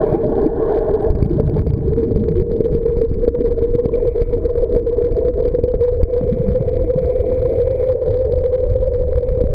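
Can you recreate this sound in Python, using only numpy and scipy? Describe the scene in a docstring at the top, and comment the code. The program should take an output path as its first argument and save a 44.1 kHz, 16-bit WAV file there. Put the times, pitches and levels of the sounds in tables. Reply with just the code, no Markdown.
"""Underwater scooters leaving a sinking camera

Underwater scooters pass a camera and move off while the camera sinks towards a reef.
Propeller wash drives a hollow resonance near 500 Hz, probably trapped air that stiffens and rises with depth.
Filtered noise rumbles, rushes and slaps; swelling tones make the bubbles, the knocks' ring and the reef ticks.
A faint crackle rides on the larger swings, with many bright decaying snaps.
A peak limiter and a quick gain control hold the level, so the hum dips after loud knocks."""
import sys
import numpy as np
from scipy import signal
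from scipy.fft import rfft, irfft, next_fast_len
from scipy.io import wavfile
from scipy.ndimage import uniform_filter1d

SR = 44100
rng = np.random.default_rng(int(sys.argv[2]) if len(sys.argv) > 2 else 0)


def store_pcm(level_fs):
    """Save levels as 16-bit WAV."""
    pcm = np.round(np.clip(level_fs, -1, 1) * 32767).astype(np.int16)
    wavfile.write(sys.argv[1], SR, np.atleast_2d(pcm).T)


N = 420713
TIME = np.arange(N) / SR  # seconds

# Base pitch of the hollow, rising overall as the camera sinks. Each row: time in seconds, pitch in Hz.
HOLLOW_PITCH = [(0, 432.7), (1.8, 435.7), (3, 456.3), (4, 464.6), (5.2, 471), (6.2, 484.2), (7.2, 488.4),
                (7.9, 502), (8.3, 492.9), (9.54, 495)]
# How unevenly the wash drives the hum. Each row: time in seconds, depth of the lumps in dB.
LUMPINESS_OF_WASH = [(0, 1.5), (1.2, 3), (2.6, 3), (5.6, 7), (6.6, 0.03), (9.54, 3)]
# The scooters' wake settles. 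Each row: time in seconds, gurgle level in dB, slap level in dB.
WAKE_LEVELS = [(0, -30.5, -24), (2.4, -30.5, -26), (3, -31.5, -32.5), (3.6, -34.5, -27), (4.3, -38.5, -33),
               (5.6, -33.5, -28), (6, -37.5, -35), (7.3, -36.5, -32.5), (8, -37.5, -36.5),
               (9.54, -33, -38.5)]


def gain_of(db):
    """Decibels to amplitude."""
    return 10 ** (np.asarray(db) / 20)


def evened(x):
    """Scales to rms 1."""
    return x / np.sqrt(np.mean(x ** 2) + 1e-20)


def steadied(x, size=5000):
    """Holds the running rms near 1 over size samples and keeps the quick flutter."""
    power = uniform_filter1d(uniform_filter1d(x ** 2, size), size // 2)
    return x / np.sqrt(abs(power) + 1e-20)


def curve(rows):
    """Each column of a table of times, drawn out over every sample."""
    s, *columns = np.transpose(rows)
    return [np.interp(TIME, s, column) for column in columns]


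def coloured(x, colour):
    """Filters by a list of (Hz, dB) points, joined on a logarithmic frequency axis."""
    hz, db = np.transpose(colour)
    size = next_fast_len(N + 4096)
    f = np.fft.rfftfreq(size, 1 / SR)
    gain = gain_of(np.interp(np.log(f + 1), np.log(hz + 1), db))
    return irfft(rfft(x, size) * gain, size)[:N]


def wander(per_s, size=16384):
    """Smooth random motion of rms 1: noise that falls off steeply above per_s cycles a second."""
    f = np.arange(size // 2 + 1) / TIME[-1]
    slow = irfft(rfft(rng.standard_normal(size)) / np.maximum(f / per_s, 1) ** 5)
    return np.interp(TIME, np.linspace(0, TIME[-1], size), evened(slow))


def swelling(depth_db, per_s):
    """A gain that swells and sinks at random."""
    return gain_of(depth_db * wander(per_s))


def churn(lumpy_db, per_s):
    """Turbulent pressure: noise that comes in lumps."""
    return rng.standard_normal(N) * swelling(lumpy_db, per_s)


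def resonate(x, hz, width, order=5):
    """A steep-sided resonance of gain 1 that follows the curve hz: shift down, smooth, shift back."""
    turn = np.exp(2j * np.pi * np.cumsum(hz) / SR)
    r = np.exp(-np.pi * width / SR)
    smooth = signal.sosfilt([[1 - r, 0, 0, 1, -r, 0]] * order, x / turn)
    return 2 * (turn * smooth).real


def add(mix, s, sound):
    """Mixes a sound in at time s."""
    part = mix[max(round(s * SR), 0):][:len(sound)]
    part += sound[:len(part)]


def ping(hz, swell_s, glide=0):
    """A tone that swells for swell_s and dies; glide is its rise in pitch per swell time."""
    u = np.arange(0, 10, 1 / (SR * swell_s))
    return u * np.exp(1 - u) * np.sin(2 * np.pi * np.cumsum(hz * (1 + glide * u)) / SR)


def bubbling(per_s, low_hz, high_hz, cycles, count=20):
    """A random cloud of small bubbles in count sizes, each swelling for a few cycles."""
    out = np.zeros(N)
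    for hz in np.geomspace(low_hz, high_hz, count):
        births = (rng.random(N) < per_s / count / SR).astype(float)
        out += signal.oaconvolve(births, ping(hz, cycles / hz, glide=0.029))[:N]
    return evened(out)


def spells(rows, rise_s, fade_s):
    """A gain that rises, holds and fades for each row of (start, length, dB)."""
    total = 0
    for s, length, db in rows:
        rise = np.clip((TIME - s) / rise_s, 0, 1)
        fade = np.exp(-np.maximum(TIME - s - length, 0) / fade_s)
        total = total + gain_of(db) * rise * fade
    return total


def drive():
    """Strength of the propeller wash at the hollow: it throbs unevenly, up to about ten times a second."""
    # Steady strength of the hum. Each row: time in seconds, level in dB.
    hum_levels = [(0, -17.5), (1.05, -14.5), (1.2, -22.5), (1.75, -27), (2.3, -19), (2.95, -18),
                  (3.15, -25), (3.4, -18), (5.6, -17.5), (6.4, -19), (7.7, -15), (9.54, -19.5)]
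    throbs_per_s, throb_share = 9.96, .7  # the throb's depth is this share of the lumpiness
    level_db, = curve(hum_levels)
    lumpy_db, = curve(LUMPINESS_OF_WASH)
    throb = np.minimum(wander(throbs_per_s), 0.9)
    return gain_of(level_db + throb_share * lumpy_db * throb)


def wash_gusts():
    """Gusts of wash, as gains that make the hum swell."""
    # Each row: start in seconds, length in seconds, level in dB.
    gust_rows = [(.123, 0.022, -17), (.27, .015, -22), (.435, .014, -15.5), (.709, .02, -13),
                 (.81, 0.027, -13), (.932, .025, -15), (1.915, 0.017, -13.5), (1.968, 0.035, -12.5),
                 (2.022, 0.021, -12), (2.65, 0.016, -11.5), (2.755, 0.018, -17.5), (2.851, .014, -10),
                 (2.9, .016, -13), (3.008, 0.046, -11.5), (3.228, 0.019, -13), (3.34, 0.012, -10),
                 (3.437, .04, -13), (3.503, 0.017, -10.5), (3.62, 0.073, -17), (3.78, 0.018, -5),
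                 (3.931, 0.01, -14.5), (3.965, .036, -13.5), (4.055, 0.029, -13), (4.32, 0.032, -11),
                 (4.486, .018, -12), (4.568, .018, -11.5), (4.629, .012, -9), (4.757, .032, -11),
                 (4.861, 0.015, -10), (4.968, 0.034, -16.5), (5.04, .036, -13), (5.272, .028, -13),
                 (5.392, 0.028, -18), (5.807, 0.087, -7.5), (5.996, .01, -11), (6.125, .016, -12),
                 (6.16, .032, -11.5), (6.283, .014, -12.5), (6.435, .015, -15), (6.547, .026, -11),
                 (6.675, 0.016, -12), (6.875, 0.038, -15.5), (6.977, 0.014, -11.5), (7.089, 0.014, -10.5),
                 (7.14, .03, -15), (7.192, .014, -12), (7.31, 0.012, -10.5), (7.448, .014, -12),
                 (7.594, 0.027, -12), (7.667, .01, -10.5), (7.766, 0.013, -12.5), (7.822, .054, -15.5),
                 (7.889, .014, -8), (8.018, 0.0063, -13), (8.157, .014, -16.5), (8.202, .01, -11),
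                 (8.438, 0.029, -12), (8.522, .028, -10.5), (8.63, .012, -13), (8.751, .016, -9.5),
                 (8.82, .016, -13), (8.868, .014, -14), (8.936, .034, -14.5), (9.166, .02, -16.5),
                 (9.222, 0.02, -14.5), (9.342, .012, -12.5), (9.402, .014, -13)]
    return spells(gust_rows, rise_s=0.0079, fade_s=0.011)


def hum(strength, gusts):
    """Lumps of wash drive the modes of the hollow, which drift; gusts ring it clearly, up to its full swing."""
    # The main modes. Each row: multiple of the base pitch, width in Hz, level in dB.
    main_modes = [(1.03, 80, 4), (.97, 78, -3), (.89, 113.5, -6), (.79, 168, -14)]
    # A weaker upper mode that sinks towards the main ones late on.
    # Each row: time in seconds, multiple of the base pitch, level in dB.
    upper_mode = [(0, 1.4, -15.5), (1.5, 1.36, -12.5), (3, 1.32, -19.5), (4, 1.34, -14.5), (5.2, 1.36, -17),
                  (7.3, 1.35, -15.5), (7.9, 1.16, -12.5), (9.54, 1.16, -7)]
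    # A faint top mode that comes out late on, with the same columns.
    top_mode = [(0, 1.8, -32.5), (2.5, 1.7, -35.5), (6, 1.65, -37), (7.9, 1.52, -28), (9.54, 1.52, -27.5)]
    steady_s = 0.051  # the hum evens out over this time
    gust_pitch, gust_waver = 1.022, .022  # multiple of the base pitch, and the share by which it wavers
    gust_beat_db = 2.5  # the gust tone beats at random by this much
    full_swing_db = -4.5  # the hollow swings no further, so strong gusts have flat tops

    pitch_hz, = curve(HOLLOW_PITCH)
    lumpy_db, = curve(LUMPINESS_OF_WASH)
    lumps = swelling(lumpy_db, per_s=61)
    ring = np.zeros(N)
    for mode in (upper_mode, top_mode):
        multiple, db = curve(mode)
        ring += gain_of(db) * resonate(lumps * rng.standard_normal(N), pitch_hz * multiple, width=120)
    for multiple, width, db in main_modes:
        ring += gain_of(db) * resonate(lumps * rng.standard_normal(N), pitch_hz * multiple, width)
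    ring = strength * steadied(ring, size=round(steady_s * SR))

    gust_hz = pitch_hz * gust_pitch * (1 + gust_waver * wander(per_s=25))
    tone = np.sqrt(2) * np.sin(2 * np.pi * np.cumsum(gust_hz) / SR)
    # the clear tone takes over from the noisy ring during a gust
    ring = ring * strength / np.hypot(strength, gusts)
    ring += gusts * tone * swelling(gust_beat_db, per_s=32)
    swing = abs(signal.hilbert(ring, next_fast_len(N)))[:N] / gain_of(full_swing_db)
    return ring / (1 + swing ** 4) ** .25


def wash(strength):
    """The dull distant wash of the propellers: lumpy noise, swelling with the hum."""
    # Each row: frequency in Hz, level in dB.
    wash_colour = [(500, -22.5), (705, -8.5), (780, -4), (870, -4), (990, -1.5), (1120, -13), (1250, -29.5),
                   (1900, -21), (2500, -40.5), (2800, -68)]
    wash_db = -33.5  # relative to the strength of the hum
    noise = coloured(churn(lumpy_db=5.0, per_s=41), wash_colour)
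    return gain_of(wash_db) * strength * steadied(noise)


def propellers():
    """A bright bubbly rush, noise mixed with small bubbles, that fades as the scooters leave."""
    # The propellers pass and leave. Each row: time in seconds, level in dB.
    rush_levels = [(0, -18), (.25, -27.5), (.43, -20.5), (.52, -26.5), (.62, -23), (.8, -20.5), (1.03, -22),
                   (1.25, -32), (1.45, -33), (1.56, -25), (1.65, -37.5), (2.3, -41), (2.9, -81)]
    # Each row: frequency in Hz, level in dB.
    rush_colour = [(150, -29.5), (300, -8.5), (400, 3.5), (535, -9), (615, 3.5), (700, -11.5), (780, -6.5),
                   (900, -15.5), (1110, -17.5), (1260, -35.5), (1450, -26), (1700, -25), (2000, -43.5),
                   (2730, -71.5), (3050, -46), (4800, -66), (5500, -75)]
    rush_db, = curve(rush_levels)
    froth = evened(churn(lumpy_db=1.5, per_s=71))
    froth += gain_of(-15.5) * bubbling(per_s=63, low_hz=619, high_hz=1810, cycles=3.6)
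    flutter = swelling(depth_db=1.56, per_s=8.6)
    return gain_of(rush_db) * flutter * steadied(coloured(froth, rush_colour))


def flow():
    """The current surges and rumbles on the housing in eddies of low noise."""
    # Strength of the current. Each row: time in seconds, deep surge in dB, rumble in dB.
    current_levels = [(0, -27, -39), (1.03, -21, -29.5), (1.12, -18.5, -25.5), (1.6, -28.5, -18.5),
                      (3.1, -19, -28.5), (4.5, -22, -27), (5.8, -21.5, -25), (6.6, -21.5, -22),
                      (8, -27, -23.5), (8.6, -22, -22.5), (9.4, -17, -21.5)]
    # Deep surge. Each row: frequency in Hz, level in dB.
    surge_colour = [(4, -12.5), (13, -5.5), (34, 1), (50, -5), (70, -7.5), (150, -36.5), (500, -97)]
    # Rumble, with the same columns.
    rumble_colour = [(30, -23.5), (55, -4), (80, -0.5), (105, -4), (130, -14), (200, -30.5), (600, -88.5)]
    surge_db, rumble_db = curve(current_levels)
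    surge = steadied(coloured(rng.standard_normal(N), surge_colour), size=7000)
    rumble = steadied(coloured(churn(lumpy_db=1.0, per_s=5.1), rumble_colour))
    eddies = swelling(depth_db=2.5, per_s=6.9)
    return eddies * (gain_of(surge_db) * surge + gain_of(rumble_db) * rumble)


def gurgle():
    """Bubbles gurgle softly in the wake, and loudly when a cloud of them drifts past."""
    # Clouds of bubbles. Each row: start in seconds, length in seconds, level in dB.
    cloud_rows = [(.01, .2, -28.5), (1.08, .8, -20), (2.1, 0.39, -25), (2.65, 0.14, -28),
                  (6.18, 0.43, -23.5), (6.94, 0.037, -17.5), (9.4, 0.03, -21.5)]
    # Each row: frequency in Hz, level in dB.
    gurgle_colour = [(70, -12), (120, 4.5), (160, 3), (210, -4.5), (260, -19.5), (400, -33), (900, -82)]
    wake_db, _ = curve(WAKE_LEVELS)
    level = gain_of(wake_db) * swelling(depth_db=2.5, per_s=20)
    level += spells(cloud_rows, rise_s=0.09, fade_s=0.05)
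    cloud = evened(churn(lumpy_db=8.5, per_s=45))
    cloud += gain_of(-24.5) * bubbling(per_s=32, low_hz=118.0, high_hz=275, cycles=1.1)
    return level * steadied(coloured(cloud, gurgle_colour), size=7000)


def slap():
    """Irregular soft slaps of water on the housing, lumpy low noise dying down with the wake."""
    # Each row: frequency in Hz, level in dB.
    slap_colour = [(150, -16), (225, 2), (300, 2.5), (370, 3.5), (440, -13.5), (560, -42), (900, -85)]
    _, level_db = curve(WAKE_LEVELS)
    slaps = steadied(coloured(churn(lumpy_db=4.5, per_s=44), slap_colour), size=7000)
    return gain_of(level_db) * swelling(depth_db=3.5, per_s=4.4) * slaps


def fizz():
    """Far small bubbles fizz evenly behind everything."""
    # Each row: time in seconds, level in dB.
    fizz_levels = [(0, -63), (2.5, -64.5), (3.8, -58.5), (4.6, -59.5), (6, -63), (8, -63.5), (9.54, -63)]
    # Each row: frequency in Hz, level in dB.
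    fizz_colour = [(500, -26.5), (750, -1.5), (1050, -0.5), (1400, -1.5), (1900, -9), (2400, -11),
                   (2730, -35.5), (3100, -21.5), (4900, -24), (5500, -43.5)]
    level_db, = curve(fizz_levels)
    froth = rng.standard_normal(N)
    froth += gain_of(-15.5) * bubbling(per_s=41, low_hz=850, high_hz=1900, cycles=3.1, count=10)
    return gain_of(level_db) * evened(coloured(froth, fizz_colour))


def hiss():
    """Spells of thin grainy hiss, strongest between 2 and 2.3 kHz, that come quickly and die away."""
    # Each row: start in seconds, length in seconds, level in dB.
    hiss_rows = [(0, .16, -54), (3.92, .42, -58.5), (6.05, .85, -59.5), (6.95, 0.44, -55),
                 (7.4, .48, -54.5), (9.05, .33, -61)]
    # Each row: frequency in Hz, level in dB.
    hiss_colour = [(700, -14), (1100, -7.5), (1800, -12), (2050, 0.5), (2300, 1), (2480, -3), (2730, -28),
                   (3200, -15), (4900, -25), (5500, -39.5), (13000, -21.5), (15500, -33.5)]
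    grain = evened(coloured(churn(lumpy_db=2.0, per_s=220), hiss_colour))
    return spells(hiss_rows, rise_s=0.054, fade_s=0.044) * grain


def crackle(x):
    """Short noise ticks fall on many larger crests of the wave, with a rasp that grows steeply with the swing."""
    # Ticks. Each row: frequency in Hz, level in dB.
    crackle_colour = [(700, 1.5), (1000, 7.5), (1500, 4.5), (2000, 1), (2400, -0.5), (2730, -20.5),
                      (3000, -5), (4950, -8), (5450, -33), (6000, -18.5), (7200, -24), (8200, -37.5),
                      (9500, -23.5), (15500, -27.5)]
    # Rasp, with the same columns.
    rasp_colour = [(600, -3), (1200, -2), (2000, -2), (2400, 3), (2730, -23), (3200, -7.5), (4300, -3),
                   (4850, -3.5), (5450, -24.5), (6500, -22), (8200, -26), (9600, -7), (11000, -24.5),
                   (12000, -12.5), (13200, -18.5), (14400, -9), (15500, -19.5)]
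    crackle_db, floor_db = -52.5, -29.5  # ticks; even fizz between them, relative to them
    from_swing, full_swing = 0.097, 0.45  # ticks begin at the first and grow no larger above the second
    crest_share, scatter_db = .36, 2  # share of the crests that may tick, and the scatter of their sizes
    tick_s = .0004  # half length of a tick
    rasp_db, rasp_steepness = -38, 2.1  # level for a swing of 1, and power of the swing

    swing = abs(x)
    crest = (swing > np.roll(swing, 1)) & (swing >= np.roll(swing, -1))
    crest &= rng.random(N) < crest_share
    scatter = gain_of(scatter_db * np.clip(rng.standard_normal(N), -2, 2))
    sizes = crest * np.maximum(np.minimum(swing, full_swing) - from_swing, 0) * scatter
    tick = np.exp(-(np.arange(-128, 129) / SR / tick_s) ** 2)
    envelope = np.hypot(evened(signal.oaconvolve(sizes, tick, "same")), gain_of(floor_db))
    ticks = evened(coloured(envelope * rng.standard_normal(N), crackle_colour))

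    grit = rng.standard_normal(N)
    rasp = coloured(np.minimum(swing, .85) ** rasp_steepness * grit, rasp_colour)
    rasp /= np.std(coloured(grit, rasp_colour))
    return gain_of(crackle_db) * ticks + gain_of(rasp_db) * rasp


def bubbles():
    """Single large bubbles ring and rise in pitch as they break free."""
    # Each row: start in seconds, starting pitch in Hz, level in dB, swell time in seconds.
    bubble_rows = [(0.062, 590, -15.5, 0.0053), (0.139, 332.7, -7, 0.0079), (0.143, 787, -21, 0.013),
                   (0.23, 592, -13.5, 0.012), (0.458, 301, -3, 0.0059), (0.712, 670, -19.5, 0.0075),
                   (0.806, 622, -20.5, 0.011), (1.018, 718, -20.5, 0.0049), (1.305, 327, -6, 0.0046),
                   (1.38, 578, -15.5, 0.013), (1.56, 846, -27, 0.0063), (1.721, 152.7, -26.5, 0.0071),
                   (1.77, 198.4, -20.5, 0.012), (1.868, 376, -13.5, 0.0092), (2.174, 207.8, -12.5, 0.019),
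                   (2.281, 157, -16, 0.023), (2.358, 357, -11.5, 0.018), (5.264, 633.5, -21.5, 0.0077),
                   (6.323, 218.2, -13, 0.0072), (6.46, 192.7, -18, 0.016), (6.596, 144.7, -22.5, 0.0064),
                   (6.953, 144.5, -14.5, 0.012)]
    out = np.zeros(N)
    for s, hz, db, swell_s in bubble_rows:
        add(out, s, gain_of(db) * ping(hz, swell_s, glide=0.016))
    return out


def snaps():
    """Sharp bright snaps, many of them on knocks, each ringing a few short, nearly evenly spaced modes."""
    # Each row: start in seconds, level in dB before the common lift.
    snap_rows = [(0.4638, -44), (1.1039, -41), (1.1527, -42), (1.2273, -34), (1.2476, -43.5), (1.2965, -45),
                 (1.3997, -41), (1.405, -49), (1.466, -53), (1.496, -40), (1.5684, -48), (1.5908, -40),
                 (1.6706, -43), (1.6935, -44), (1.736, -43), (1.7799, -50), (2.1603, -39), (2.291, -44),
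                 (2.3984, -42.5), (2.606, -43.5), (2.7504, -40), (2.97, -44), (3.017, -40.5), (3.1413, -43),
                 (3.2824, -42), (3.7512, -40), (3.856, -40), (4.2193, -35.5), (4.7611, -44), (5.1248, -44),
                 (5.4795, -41), (5.6371, -38), (6.0337, -37.5), (8.335, -47), (8.3878, -43)]
    # What each snap rings with. Each row: centre pitch in Hz, level in dB, time to fall 60 dB in seconds.
    snap_modes = [(2240, 0.5, .009), (4670, -3.5, 0.0094), (7050, -18, .005), (9400, -14, .006),
                  (12000, -13, .006), (14400, -14, .006)]
    lift_db, rise_s = 5, 0.00099  # common lift and attack
    scatter = .015  # scales the random detuning of the modes from snap to snap
    out, t = np.zeros(N), np.arange(1024) / SR
    for s, level_db in snap_rows:
        ring = np.zeros(len(t))
        for hz, db, t60 in snap_modes:
            detuned_hz = hz * (1 + scatter * rng.uniform(-1.2, 1))
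            ring += gain_of(db - 60 * t / t60) * np.sin(2 * np.pi * detuned_hz * t)
        add(out, s, gain_of(level_db + lift_db) * np.minimum(t / rise_s, 1) * ring)
    return out


def squeal():
    """A thin fuzzy whistle, noise through a narrow falling resonance, slides down through the rush."""
    # Start in seconds, length in seconds, first pitch in Hz, last pitch in Hz, level in dB.
    squeal_row = (.615, .115, 1150, 820, -38)
    s, length, from_hz, to_hz, db = squeal_row
    slide_hz = np.interp(TIME, [s, s + length], [from_hz, to_hz])
    whistle = resonate(rng.standard_normal(N), slide_hz, width=31)
    return spells([(s, length, db)], rise_s=0.014, fade_s=.01) * steadied(whistle, size=1500)


def reef():
    """Sparse short ticks from the reef, each a brief ping."""
    # Each row: start in seconds, pitch in Hz, level in dB.
    tick_rows = [(1.02, 8910, -53), (1.225, 7390, -68), (1.398, 9630, -57), (3.892, 1000, -28.5),
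                 (3.939, 2326, -35), (4.566, 8900, -64), (5.689, 3050, -49), (7.317, 988, -31.5),
                 (8.019, 970, -39)]
    out = np.zeros(N)
    for s, hz, db in tick_rows:
        add(out, s, gain_of(db) * ping(hz, swell_s=0.002))
    return out


def knocks():
    """Water knocks on the housing: a push with a slow rebound and a dull clunk, which rings the hollow."""
    # Each row: start in seconds, thump level in dB, thump pitch in Hz, level of the hollow's ring in dB.
    knock_rows = [(1.102, -1, 63.1, -27.5), (1.151, 1, 96.2, -21), (1.226, 7.5, 99.2, -10.5),
                  (1.248, -11, 110.5, -22.5), (1.399, 3, 153.3, 1.5), (1.465, -5, 102.7, -21),
                  (1.496, -6.5, 112.4, -14), (1.566, -21.5, 186, -6.5), (1.666, -9, 194.4, -10),
                  (1.736, -4, 99, -22), (2.11, -13, 97, -10), (2.16, -4.5, 106, -13),
                  (2.283, -9.5, 119.9, -11), (2.398, -5, 74, -17.5), (2.511, -16, 141, -10.5),
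                  (2.605, -7, 140.3, -6.5), (2.749, -4.5, 141.4, -9.5), (2.969, -5, 98.4, -18),
                  (3.014, -14.5, 64.8, -9), (3.115, -4, 121, -23.5), (3.277, -9, 87.8, 0),
                  (3.388, -9.5, 130.6, -19.5), (3.623, -12, 170.5, -16.5), (3.751, -3.5, 141.3, -9),
                  (3.857, -1, 158, -8), (4.216, -1.5, 67.7, -17.5), (4.372, -7, 88.8, -15.5),
                  (4.762, -2, 114.6, -9), (4.973, -10.5, 75.8, -15), (5.124, -11.5, 114.6, -18),
                  (5.163, -19.5, 71.6, -13.5), (5.282, -22.5, 112.8, -14), (5.477, -6.5, 78.6, -18),
                  (5.586, -14, 96.7, -5.5), (5.637, -3.5, 91.2, -6), (5.739, -10.5, 166, -7.5),
                  (6.031, 9, 63.1, -18), (6.212, -5, 193.8, -16), (6.609, -8.5, 120.6, -10),
                  (6.96, -6, 138.6, -22.5), (8.335, -8.5, 95, -22.5), (8.378, -16, 90, -14),
                  (8.755, -24, 92.4, -10.5), (9.01, -29, 82.7, -8), (9.375, -8.5, 91.1, -20),
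                  (9.412, -5, 60.4, -11.5), (9.439, -1.5, 156, -18)]
    out, t = np.zeros(N), np.arange(4096) / SR
    for s, thump_db, thump_hz, ring_db in knock_rows:
        u = 2 * np.pi * thump_hz * t
        push = u ** 2 * (3 - u) * np.exp(-u)
        sign = rng.choice([-1, 1])  # pushes in or pulls out
        clunk_db = (thump_db + ring_db) / 2 - 5.5
        hollow_hz = np.interp(s, *np.transpose(HOLLOW_PITCH))
        add(out, s, gain_of(thump_db) * sign * push)
        add(out, s, gain_of(clunk_db) * sign * ping(hz=256, swell_s=0.0014))
        add(out, s, gain_of(ring_db) * ping(hollow_hz, swell_s=0.0038))
    return out


def limited(x):
    """Peak limiter: the hardest peaks push everything down for a moment."""
    ceiling_db, recover_db_per_s = 0, 169
    over_db = np.maximum(20 * np.log10(abs(x) + 1e-9) - ceiling_db, 0)
    fall = recover_db_per_s * TIME
    held_db = np.maximum.accumulate(over_db + fall) - fall
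    return x / gain_of(uniform_filter1d(held_db, size=90))


def ducked(x):
    """Quick gain control: the whole sound dips after each loud knock or swell, then recovers."""
    threshold_db, share = -16.5, 0.65  # share of the excess that it removes
    sense_s, recover_db_per_s = 0.013, 72.5  # how quickly it reacts and recovers
    r = np.exp(-1 / (sense_s * SR))
    power_db = 10 * np.log10(signal.lfilter([1 - r], [1, -r], x ** 2) + 1e-12)
    fall = recover_db_per_s * TIME
    held_db = np.maximum.accumulate(power_db + fall) - fall
    over_db = np.maximum(held_db - threshold_db, 0)
    return x / gain_of(share * signal.lfilter([1 - r], [1, -r], over_db))


def scene():
    """Everything reaches one microphone through the housing."""
    strength, gusts = drive(), wash_gusts()
    scooters = hum(strength, gusts) + wash(np.hypot(strength, gusts)) + propellers() + squeal()
    water = flow() + gurgle() + slap() + knocks() + bubbles()
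    return (scooters + water + reef() + hiss() + fizz())[None]


def record(dry):
    """Peak limiter and gain control, then crackle on the larger swings and snaps, then the band limit."""
    x = ducked(limited(dry[0])) * np.minimum(TIME / .008, 1)  # short fade in
    band_limit = signal.firwin(511, 15700, window=("kaiser", 9), fs=SR)  # low-pass, edge in Hz
    return signal.oaconvolve(x + crackle(x) + snaps(), band_limit, "same")[None]


dry = scene()
out = record(dry)
store_pcm(out)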